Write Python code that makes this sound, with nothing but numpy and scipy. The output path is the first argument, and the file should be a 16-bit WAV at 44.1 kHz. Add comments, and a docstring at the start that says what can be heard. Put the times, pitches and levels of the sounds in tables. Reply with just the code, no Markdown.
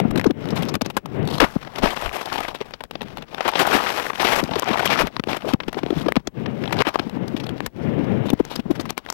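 """Stems slap a camcorder and wind buffets its microphone as it swings on its strap through tall grass.
Blades brush and scrape the shell in surges; stems knock on the microphone cage; the body thuds.
Jolts below hearing pull the gain control down for a moment.
The microphone feeds the left track only; the right one holds a faint inverted leak and tape hiss."""
import sys
import numpy as np
from scipy import signal
from scipy.fft import rfft, irfft
from scipy.io import wavfile
from scipy.ndimage import uniform_filter1d

SR = 44100
rng = np.random.default_rng(int(sys.argv[2]) if len(sys.argv) > 2 else 0)


def log_audio(samples):
    """Write samples as a 16-bit WAV file to the path given in sys.argv[1]."""
    # one column per channel
    frames = np.atleast_2d(samples).T
    # limit to full scale, then quantise
    limited = np.clip(frames, -1, 1)
    pcm = np.round(limited * 32767).astype(np.int16)
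    wavfile.write(sys.argv[1], SR, pcm)


N = 402633

# Body lands or tugs on its strap: (start [s], hold [s], level [dB])
STRAP_THUDS = [(0.11, 0.028, -31), (1.423, 0.019, -30), (1.834, 0.0098, -27), (2.057, 0.025, -36),
               (4.335, 0.097, -41), (5.01, 0.046, -30), (5.497, 0.034, -44), (5.68, .02, -31)]
# Shoves of the whole body: (time [s], relative level [dB])
BODY_JOLTS = [(0.287, -9), (0.755, 2), (0.88, -15.5), (0.975, -3.5), (1.046, -18.5), (1.661, -20),
              (2.193, -18.5), (2.539, -28), (2.736, -13), (2.837, -5), (2.942, -15), (3.222, -10.5),
              (3.482, -6), (4.083, -16), (4.575, -3), (5.064, -7.5), (5.179, -2.5), (5.355, -12),
              (5.536, -2), (5.605, -3), (5.669, -2.5), (5.774, -8.5), (6.105, -13), (6.183, -2), (6.271, 5),
              (6.801, -1.5), (6.884, -3.5), (7.667, 4.5), (8.334, -19), (8.585, -11), (8.909, -9),
              (8.981, -11)]
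# Whooshes of air on a swing: (start [s], hold [s], level [dB])
SWING_GUSTS = [(0.0, 0.0048, -21), (0.102, 0.26, -29), (0.528, 0.28, -26), (1.197, 0.13, -26.5),
               (1.79, 0.038, -40), (3.02, 0.21, -39.5), (4.38, 0.32, -34.5), (4.942, 0.083, -31),
               (5.254, 0.071, -39), (5.64, 0.39, -31), (6.368, 0.45, -28.5), (7.206, 0.032, -26),
               (7.412, 0.17, -31.5), (7.894, 0.34, -22.5), (8.673, 0.18, -34)]
# Surges through the grass: (start [s], hold [s], level [dB], treble re level [dB])
GRASS_SURGES = [(0.578, 0.015, -35.5, -23), (1.416, 0.099, -47.5, -9), (1.786, 0.11, -37.5, -21),
                (1.923, 0.29, -37.5, -15.5), (2.29, 0.15, -32.5, -18.5), (3.545, 0.19, -22, -21.5),
                (3.717, 0.35, -31, -15), (4.24, 0.064, -25, -15), (4.605, 0.092, -28, -22),
                (4.8, 0.19, -25, -22), (5.363, 0.14, -36.5, -19.5), (5.656, 0.34, -41.5, -19.5),
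                (6.828, 0.084, -29, -23)]
# Knocks on the microphone cage: (time [s], level [dB], pitch [Hz], length [ms])
CAGE_KNOCKS = [(0.051, -8.5, 228, 7), (0.162, -17.5, 273, 23.7), (0.26, -6.5, 318, 14),
               (0.302, -8.5, 278, 15.7), (0.527, -14, 244, 10.7), (0.816, -3, 228, 10.5),
               (1.412, -13.5, 494, 13.8), (1.427, -10.5, 237, 16), (1.561, -13.5, 213, 7.8),
               (1.835, -9, 239, 9.2), (2.609, -20, 385, 7.2), (3.616, -20.5, 391, 5.9),
               (3.748, -14.5, 286, 7.1), (4.425, -23.5, 240, 24), (4.51, -24, 192, 7.9),
               (4.562, -20.5, 338, 12), (4.699, -16.5, 293, 16.8), (4.923, -23, 277, 17),
               (5, -19.5, 370, 13), (5.037, -18.5, 189, 13.4), (5.197, -6.5, 195, 5.2),
               (5.272, -13.5, 400, 3.9), (5.444, -23, 287, 39.6), (5.485, -23, 307, 6.5),
               (5.537, -8.5, 218, 9.9), (5.683, -7.5, 306, 4.5), (5.769, -17.5, 305, 10.2),
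               (5.834, -6.5, 320, 5.5), (5.863, -16, 362, 4), (5.905, -12, 359, 6.2),
               (5.924, -22.5, 331, 8.8), (5.965, -19.5, 177, 21.7), (6.059, -19.5, 276, 15.5),
               (6.085, -12, 462, 5.9), (6.167, -3, 240, 8.8), (6.273, -15.5, 313, 5.8),
               (6.805, -15, 418, 13.8), (6.871, -12, 327, 8.9), (6.995, -15, 360, 6),
               (7.068, -20, 232, 5.9), (7.167, -16.5, 253, 6.9), (7.344, -16, 335, 6.7),
               (8.255, -15, 241, 4.9), (8.332, -6, 251, 6.9), (8.401, -5.5, 352, 8.7),
               (8.591, -23.5, 266, 11.2), (8.657, -16.5, 236, 10.2), (8.704, -10.5, 314, 13.4),
               (8.796, -17, 264, 5.1)]
# Stems on the shell: (time [s], scratch [dB], treble [dB], length [ms], stem ring [Hz])
STEM_SLAPS = [(0.0, -22, -36.5, 3.6, 2810), (0.107, -32, -47, 7.7, 970), (0.158, -22.5, -43, 4.2, 1030),
              (0.174, -27.5, -41, 13, 3060), (0.196, -21, -42, 3.9, 1680), (0.213, -22, -44, 1.7, 1570),
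              (0.242, -25, -45, 7.2, 1380), (0.264, -30, -49, 6.1, 4830), (0.308, -22.5, -41, 2.7, 2800),
              (0.424, -38, -67, 3.4, 1300), (0.442, -38, -62, 2.5, 1300), (0.456, -29, -53, 2.4, 1380),
              (0.488, -29.5, -49, 3, 2900), (0.505, -33.5, -51, 6.6, 4520), (0.555, -35, -47, 38, 3370),
              (0.621, -30.5, -43.5, 14, 2920), (0.653, -32, -45, 1.1, 2980), (0.685, -30.5, -48, 15, 4500),
              (0.74, -26.5, -40, 7.9, 2920), (0.753, -19, -33.5, 3.5, 1170), (0.81, -11, -29, 7.5, 2970),
              (0.817, -4.5, -18, 2.2, 5140), (0.847, -33.5, -52, 18, 3080), (0.861, -23.5, -37, 2.6, 5000),
              (0.9, -28, -44, 9.4, 2970), (0.967, -18.5, -33, 10, 1310), (1.058, -23.5, -40.5, 2.5, 1020),
              (1.252, -38, -53, 3, 3280), (1.274, -28, -44, 4.8, 3400), (1.285, -34, -54, 8.7, 3460),
              (1.3, -32.5, -49, 15, 3500), (1.322, -34, -49, 46, 3600), (1.381, -26, -43, 6.4, 3470),
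              (1.401, -7, -31, 6.9, 1290), (1.412, -18, -42.5, 41.6, 1150), (1.442, -22, -44, 5.3, 1610),
              (1.649, -34, -62, 3.1, 1490), (1.672, -34.5, -66, 7.2, 1460), (1.755, -32.5, -53, 14.5, 2450),
              (1.783, -25.5, -45.5, 9.6, 850), (1.821, -24, -50, 44, 685), (1.83, -24.5, -44.5, 59, 1960),
              (1.904, -34, -48, 19, 3000), (1.966, -26.5, -48, 4.8, 1863), (1.973, -24, -51, 2.7, 2320),
              (2.038, -33.5, -51, 39, 2400), (2.06, -27, -48, 3.9, 2400), (2.079, -32, -57, 1.4, 1200),
              (2.125, -33.5, -47, 69, 2470), (2.165, -29, -59, 1.9, 1100), (2.212, -26, -48, 2.2, 1000),
              (2.257, -25.5, -37, 3.1, 4020), (2.315, -32, -52, 2, 900), (2.326, -27.5, -41, 5.2, 4100),
              (2.358, -20.5, -43, 2, 1110), (2.379, -27, -47, 12, 1030), (2.403, -23.5, -42, 6.5, 1000),
              (2.433, -30, -46, 2.9, 1500), (2.48, -31.5, -50, 13.5, 3040), (2.544, -35, -52, 20.5, 3100),
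              (2.603, -36, -60, 26, 2250), (2.708, -36, -56, 3, 784), (2.737, -31.5, -81, 6.9, 3940),
              (2.806, -25, -50, 5.1, 745), (2.838, -28, -41.5, 1.7, 3300), (2.91, -25.5, -41, 4.6, 2960),
              (2.954, -27, -80, 5.1, 3180), (3.008, -27, -74, 4.1, 3020), (3.017, -25.5, -45, 3.9, 2850),
              (3.029, -37, -54, 4.1, 3170), (3.172, -28.5, -46, 2, 2830), (3.181, -38, -60, 6.6, 3270),
              (3.223, -35.5, -55, 4.2, 2970), (3.346, -23.5, -47, 1.9, 3020), (3.381, -25.5, -66, 4.3, 990),
              (3.407, -16, -46, 3.5, 990), (3.451, -24, -66, 23, 850), (3.478, -18.5, -36.5, 17, 960),
              (3.516, -23, -32, 3.3, 1500), (3.536, -6, -52, 2.6, 920), (3.554, -12.5, -48, 7.9, 2940),
              (3.588, -17.5, -31.5, 39, 1110), (3.667, -24, -31.5, 7.5, 1080),
              (3.723, -18.5, -36, 63, 1080), (3.825, -33, -51, 110, 1220), (3.865, -25, -55, 12, 1120),
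              (3.992, -27, -47, 19, 1710), (4.099, -23, -49, 6.8, 1000), (4.133, -21, -55, 3, 1800),
              (4.196, -22, -60, 26, 2190), (4.245, -18, -35, 16, 2780), (4.267, -22.5, -43, 69, 2390),
              (4.318, -22.5, -40, 41, 2310), (4.354, -23, -38.5, 32, 1920), (4.384, -23.5, -41, 21.5, 2280),
              (4.438, -27.5, -39, 3.2, 4400), (4.51, -26.5, -54, 5.7, 2500), (4.535, -27, -58, 6, 3170),
              (4.556, -25.5, -46, 6, 3880), (4.589, -29, -36, 4.8, 3060), (4.596, -12.5, -15.5, 1.3, 6000),
              (4.622, -6, -28, 6.2, 2680), (4.631, -3.5, -45, 1.8, 940), (4.643, -23, -42, 1.5, 6000),
              (4.682, -21.5, -44, 15, 2360), (4.731, -21.5, -48, 4.3, 3040), (4.743, -25, -56, 4.2, 960),
              (4.773, -21, -45, 3.4, 2300), (4.794, -19, -38, 4, 1450), (4.822, -26, -47, 5.3, 2500),
              (4.828, -20, -52, 2.5, 1000), (4.853, -20.5, -30.5, 17, 2670), (4.9, -19, -42, 53, 2300),
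              (4.988, -20, -38.5, 40, 2100), (5.071, -23, -33, 1.5, 2900), (5.166, -19, -47, 1.6, 1170),
              (5.196, -18.5, -45, 4.1, 1440), (5.238, -11, -36, 2.1, 2530), (5.272, -28, -55, 2, 2380),
              (5.284, -23.5, -55, 11.6, 700), (5.291, -28.5, -50, 41, 2650), (5.331, -20, -52, 2.5, 2300),
              (5.345, -29, -53, 5, 2400), (5.366, -30.5, -41, 6, 3000), (5.481, -33.5, -49, 34, 2820),
              (5.535, -20.5, -40, 4.6, 2400), (5.603, -9.5, -69, 2.5, 2050), (5.634, -17, -67, 4, 2290),
              (5.68, -23.5, -44, 9, 2400), (5.691, -24, -55, 3.3, 2580), (5.728, -16.5, -33, 4.6, 1650),
              (5.744, -23, -58, 4.2, 2520), (5.769, -36.5, -57, 31, 1240), (5.789, -24, -57, 2.2, 2840),
              (5.832, -20, -48, 4.8, 2540), (5.862, -24.5, -60, 2.6, 2840), (5.905, -24.5, -48, 2.2, 2930),
              (5.974, -37, -51, 27, 3240), (6.008, -39, -55, 26, 3360), (6.06, -29.5, -59, 8.3, 1180),
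              (6.084, -20, -47, 5.4, 1390), (6.122, -11.5, -30, 0.56, 1680), (6.157, -13.5, -34, 1.6, 1990),
              (6.165, -10.5, -42, 4.3, 1020), (6.272, -21.5, -41, 4.1, 5360), (6.459, -27, -63, 6.4, 1010),
              (6.638, -27.5, -57, 3.8, 2120), (6.656, -28, -66, 4, 2760), (6.677, -26, -57, 3.1, 2750),
              (6.708, -29, -60, 4, 900), (6.725, -19.5, -38.5, 7.7, 2200), (6.768, -26, -52, 3.2, 1500),
              (6.785, -27, -52, 20, 3300), (6.804, -18.5, -48, 12, 1010), (6.82, -3, -31, 2.5, 1050),
              (6.85, -16, -43, 19, 2180), (6.868, -10, -37, 11.7, 990), (6.882, -18, -38, 9.8, 890),
              (6.94, -19, -39, 10.5, 1320), (6.957, -6, -44, 1.7, 1100), (6.99, -22, -60, 2, 990),
              (6.994, -20.5, -47, 6.1, 2680), (7.096, -36, -49, 2.6, 3000), (7.279, -37, -49, 5, 4100),
              (7.364, -32, -51.5, 12, 2950), (7.398, -37, -56, 13, 2980), (7.435, -37.5, -60, 9.2, 4150),
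              (7.465, -34, -52, 5.3, 3220), (7.492, -25.5, -45, 2.3, 2770), (7.605, -17.5, -45, 1.2, 1510),
              (7.662, -19.5, -32, 3.3, 1500), (7.664, -42, -45, 2.2, 12400), (8.253, -40.5, -56, 26, 3000),
              (8.286, -33, -57, 2.6, 3000), (8.292, -30, -61, 4.2, 3040), (8.302, -23, -34, 3.7, 2750),
              (8.333, -28.5, -38.5, 3.2, 900), (8.39, -36.5, -55, 19, 1180), (8.451, -29.5, -42, 1.5, 5160),
              (8.498, -37.5, -54.5, 45, 3250), (8.556, -28, -39, 7.5, 4450), (8.594, -38, -57, 11, 2900),
              (8.706, -35, -48, 20, 3000), (8.751, -36, -54, 15, 1090), (8.795, -31, -49, 10.3, 3700),
              (8.808, -36.5, -45, 8.6, 5200), (8.854, -35, -53, 8.8, 815), (8.891, -34.5, -52, 17, 2880),
              (8.905, -23.5, -31, 1.2, 5170), (8.969, -35, -57, 24, 3020), (8.978, -14.5, -26.5, 2.3, 2130),
              (9.049, -42, -60, 5, 2970), (9.063, -26.5, -52, 0.92, 1590), (9.086, -37, -59, 7.1, 3050),
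              (9.101, -21, -32, 2.6, 5200), (9.125, -33, -42, 1.8, 5870)]
# Wind on the microphone port: (frequency [Hz], relative density [dB])
WIND_SPECTRUM = [(15, -41), (25, -48.5), (79, -11.5), (133, -3), (219, -3.5), (511, -13.5), (1170, -30),
                 (2150, -33.5), (2900, -37.5), (3800, -47), (5200, -77), (7500, -85), (15400, -110)]
# Rubbed shell: (frequency [Hz], relative density [dB])
SHELL_SPECTRUM = [(60, -28), (140, -13), (280, -5), (900, -2), (1600, -7), (3200, -11), (4500, -18),
                  (5700, -22), (6500, -36), (15000, -75)]
# Treble of grass on the shell: (frequency [Hz], relative density [dB])
TREBLE_SPECTRUM = [(3000, -28), (5500, -6), (7500, -4), (9800, -7), (12300, -1.5), (13800, -8),
                   (15600, -14), (16400, -27)]


def undb(db):
    """dB to gain."""
    return 10 ** (np.asarray(db) / 20)


def unit(x):
    """Scale to rms 1."""
    return x / np.sqrt(np.mean(x ** 2))


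def butter(x, order, hz, kind="low"):
    """Causal Butterworth filter."""
    return signal.sosfilt(signal.butter(order, hz, kind, fs=SR, output="sos"), x)


def colour(x, spectrum, size=2048):
    """Minimum-phase filter with the given spectrum; power gain 1."""
    hz, db = np.transpose(spectrum)
    log_hz = np.log(np.arange(size // 2 + 1) * SR / size + 1)
    cepstrum = irfft(np.interp(log_hz, np.log(hz), db) * np.log(10) / 20)
    cepstrum[1:size // 2] *= 2
    cepstrum[size // 2 + 1:] = 0
    impulse = irfft(np.exp(rfft(cepstrum)))
    return signal.fftconvolve(x, impulse / np.sqrt(np.sum(impulse ** 2)))[:N]


def walk(rate_hz):
    """Random steps, smoothed twice; rms 1."""
    hold = int(SR / rate_hz)
    steps = np.repeat(rng.standard_normal(N // hold + 1), hold)
    return unit(uniform_filter1d(uniform_filter1d(steps, hold), hold)[:N])


def tone(hz):
    """Sine following a pitch curve; rms 1."""
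    return np.sqrt(2) * np.sin(2 * np.pi * np.cumsum(hz) / SR)


def add(track, start_s, sound):
    """Mix a sound in at start_s."""
    i = int(start_s * SR)
    track[i:i + len(sound)] += sound[:N - i]


def swells(start_s, hold_s, db, rest_db, rise_db_s, fall_db_s):
    """Level [dB] of events that rise, hold and fall over a floor; powers add."""
    t = np.arange(0, N + 64, 64)[:, None] / SR
    before_s, after_s = np.maximum(start_s - t, 0), np.maximum(t - start_s - hold_s, 0)
    event_db = db - rise_db_s * before_s - fall_db_s * after_s
    power = undb(rest_db) ** 2 + np.sum(undb(event_db) ** 2, axis=1)
    return np.interp(np.arange(N) / SR, t[:, 0], 10 * np.log10(power))


def jolts():
    """Shoves of the body: single slow pushes below hearing."""
    out, t = np.zeros(N), np.arange(6144) / SR
    push = (t / 0.0072) ** 4 * np.exp(4 - t / 0.005) / 4 ** 4
    for time_s, db in BODY_JOLTS:
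        add(out, time_s, undb(db) * push)
    return out


def rumble():
    """Deep handling noise; thuds as the body lands or tugs on its strap."""
    db = swells(*np.transpose(STRAP_THUDS), rest_db=-55, rise_db_s=699, fall_db_s=351)
    noise = undb(3 * walk(11)) * rng.standard_normal(N)
    return undb(db) * unit(butter(noise, 2, hz=60))


def wind(whistle_hz=2120, whistle_db=-35):
    """Eddies on the microphone port: dull fluttering noise, plus a thin edge whistle."""
    db = swells(*np.transpose(SWING_GUSTS), rest_db=-51.5, rise_db_s=62, fall_db_s=104)
    eddies = unit(undb(2 * walk(40)) * rng.standard_normal(N))
    whistle = tone(whistle_hz + 2 * walk(20))
    return undb(db) * (colour(eddies, WIND_SPECTRUM) + undb(whistle_db) * whistle)


def grit(swish_share=0.15):
    """Stick and slip: dense ticks, a few much stronger, bunched over an even swish."""
    ticks = (rng.random(N) < 0.25) * rng.standard_normal(N)
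    ticks *= undb(2.6 * rng.exponential(size=N))
    bunched = unit(ticks * undb(2.5 * walk(300)))
    return np.sqrt(1 - swish_share) * bunched + np.sqrt(swish_share) * rng.standard_normal(N)


def shell(x, drift_db=2):
    """Shell response; contact points shift, so each band swells and fades by itself."""
    x = colour(x, SHELL_SPECTRUM)
    lows = [0] + [butter(x, 2, hz) for hz in (600, 1400, 2600, 4500)] + [x]
    return sum((hi - lo) * unit(undb(drift_db * walk(45))) for lo, hi in zip(lows, lows[1:]))


def snaps(count=1000, decay_cycles=1.8):
    """Single blades spring free: short rings, each at its own pitch."""
    out, t = np.zeros(N), np.arange(256) / SR
    for when, pitch, size in rng.random((count, 3)):
        hz = 700 * 4.5 ** (pitch ** 2)
        ring = np.exp(-t * hz / decay_cycles) * np.sin(2 * np.pi * hz * t)
        add(out, when * N / SR, (1.02 - size) ** -0.4 * ring)
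    return unit(out)


def brushing(snap_db=-0.5, snap_knee_db=-42):
    """Many blades slide over the shell in surges; snaps fade under a light touch."""
    start_s, hold_s, db, tilt_db = np.transpose(GRASS_SURGES)
    slopes = dict(rise_db_s=114.5, fall_db_s=150)
    rub_db = swells(start_s, hold_s, db, rest_db=-49.5, **slopes)
    treble_db = swells(start_s, hold_s, db + tilt_db, rest_db=-70.5, **slopes)
    rub = unit(grit() * undb(2.4 * walk(55)))
    snapping = undb(snap_db + np.minimum(rub_db - snap_knee_db, 0)) * snaps()
    return undb(rub_db) * (shell(rub) + snapping) + undb(treble_db) * colour(rub, TREBLE_SPECTRUM)


def knocks(hard_db=-7.5, soft_range_db=14.5, lead_share=0.433):
    """A stem presses the microphone cage: a few uneven cycles, falling in pitch."""
    out = np.zeros(N)
    waver, tremble, rasp = (np.append(walk(hz), np.zeros(SR)) for hz in (250, 400, 2500))
    for time_s, db, hz, ms in CAGE_KNOCKS:
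        length_s = ms / 1000
        u = np.arange(int(3 * SR * length_s)) / SR / length_s - lead_share  # 0 to 1 over the main swell
        span = slice(int(time_s * SR), int(time_s * SR) + len(u))
        soft = np.clip((hard_db - db) / soft_range_db, 0, 1)  # softer: less sag, rougher
        sag = 0.598 * (1 - 0.68 * soft) * (np.maximum(u, 0) - 0.5)
        scatter = 0.063 * (1 + 3.05 * soft) * waver[span]
        phase = 2 * np.pi * np.cumsum(hz * np.exp(scatter - sag)) / SR
        wobble = np.sin(phase) + 0.19 * np.cos(2 * phase)
        wobble *= undb((0.5 + 3.85 * soft) * tremble[span])
        noise = 0.16 * (1 + 0.44 * soft) * rasp[span]
        swell = np.exp(-np.abs((u - 0.5) / 0.65) ** 2.7)
        tail = 0.27 * (u > 0.5) * (1 - np.exp(-(u - 0.5) ** 4)) * np.exp(-u / 0.55)
        add(out, time_s - lead_share * length_s, undb(db) * (swell + tail) * (wobble + noise))
    return out


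def stroke(texture, time_s, envelope):
    """One contact: enveloped texture, scaled to the envelope's energy."""
    burst = texture[int(time_s * SR):][:len(envelope)] * envelope
    return burst * np.sqrt(np.sum(envelope ** 2) / np.sum(burst ** 2))


def slaps(tap_ms=3, thick_hz=2300, thin_hz=3100, ring_ratio=1.3):
    """Each stem lands, scratches the shell, rings and lets go; the shell booms after a tap."""
    scratch, dull, ring, treble, clicks = np.zeros((5, N))
    t = np.arange(6144) / SR
    rub, crackle = (np.append(grit(), np.ones(len(t))) for _ in range(2))
    crackle[:N] = unit(crackle[:N] * undb(3.5 * walk(200)))
    for time_s, db, treble_db, ms, hz in STEM_SLAPS:
        u = t * 1000 / ms
        tap = np.exp(-ms / tap_ms)  # 1: dies at once; 0: sets in gently and holds
        attack = 1 - np.exp(-u / 0.049)
        envelope = attack * ((1 - tap) * np.exp(-u ** 4) + (0.31 + 1.36 * tap) * np.exp(-u))
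        burst, pluck = stroke(rub, time_s, envelope), stroke(crackle, time_s, envelope)
        click = tap * np.sqrt(np.sum(envelope ** 2))
        pluck[0] += undb(-1.5) * click
        clicks[int(time_s * SR)] += undb(db) * click
        # Thin stems ring more and stir the shell's low end; thick ones scratch duller.
        thin = np.clip(np.log(hz / thick_hz) / np.log(thin_hz / thick_hz), 0, 1)
        scrape = butter(burst, 1, min(6.2 * hz, 16250))
        stem = np.sqrt(SR / hz) * butter(pluck, 3, [hz / ring_ratio, hz * ring_ratio], "band")
        add(scratch, time_s, undb(db) * (1 - 0.1 * thin) * (1 - 0.8 * tap) * scrape)
        add(dull, time_s, undb(db) * 0.66 * thin * burst)
        add(ring, time_s, undb(db + 2.5 * thin) * stem)
        add(treble, time_s, undb(treble_db) * burst)
    contact = scratch + butter(dull, 2, hz=1100) + undb(-1) * clicks
    boom = signal.lfilter(*signal.iirpeak(410, Q=1.8, fs=SR), clicks)
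    return shell(contact) + undb(12.5) * boom + 0.39 * ring + colour(treble, TREBLE_SPECTRUM)


def scene():
    """One microphone on the left input; the right is not wired."""
    mic = wind() + brushing() + slaps() + knocks() + jolts()
    return np.array([mic, np.zeros(N)])


def gain_control(mic, smooth_s=0.016, half_gain_level=0.016):
    """Gain dips on jolts: the detector sits ahead of the low cut."""
    deep = np.abs(butter(mic, 2, hz=25))
    pole = np.exp(-1 / (smooth_s * SR))
    level = signal.lfilter([1 - pole], [1, -pole], deep)
    return 2 / (1 + level / half_gain_level)


def leak(left, leak_db=-31.5, corner_hz=3350):
    """Inverted crosstalk, brightened by stray capacitance; fuzz follows the treble."""
    slope = np.gradient(left) * SR / (2 * np.pi * corner_hz)
    treble = butter(left, 1, 3000, "high")
    treble_rms = np.sqrt(uniform_filter1d(treble ** 2, size=64) + 1e-14)
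    fuzz = treble_rms * np.diff(rng.standard_normal(N + 1))
    return -undb(leak_db) * (left + slope) + undb(-36) * fuzz


def record(dry):
    """Low cut, gain control, lopsided clipping, leak, line-scan whine, tape hiss, top cut."""
    scan_hz, scan_db, hiss_db, top_hz = 15734, -80.5, -76.5, 16250
    mic = dry[0]
    left = butter(mic, 6, 45, "high") + rumble()  # rumble slips past the low cut
    left *= gain_control(mic)
    limit = np.where(left > 0, 1.0, 0.6)
    left /= (1 + np.abs(left / limit) ** 4) ** 0.25
    right = leak(left)
    whine = undb(scan_db) * tone(scan_hz + 50 * walk(150))
    hiss = undb(hiss_db) * rng.standard_normal((2, N))
    top_cut = signal.ellip(10, 0.2, 70, top_hz, fs=SR, output="sos")
    return signal.sosfilt(top_cut, np.array([left, right]) + hiss + whine)


dry = scene()
out = record(dry)
log_audio(out)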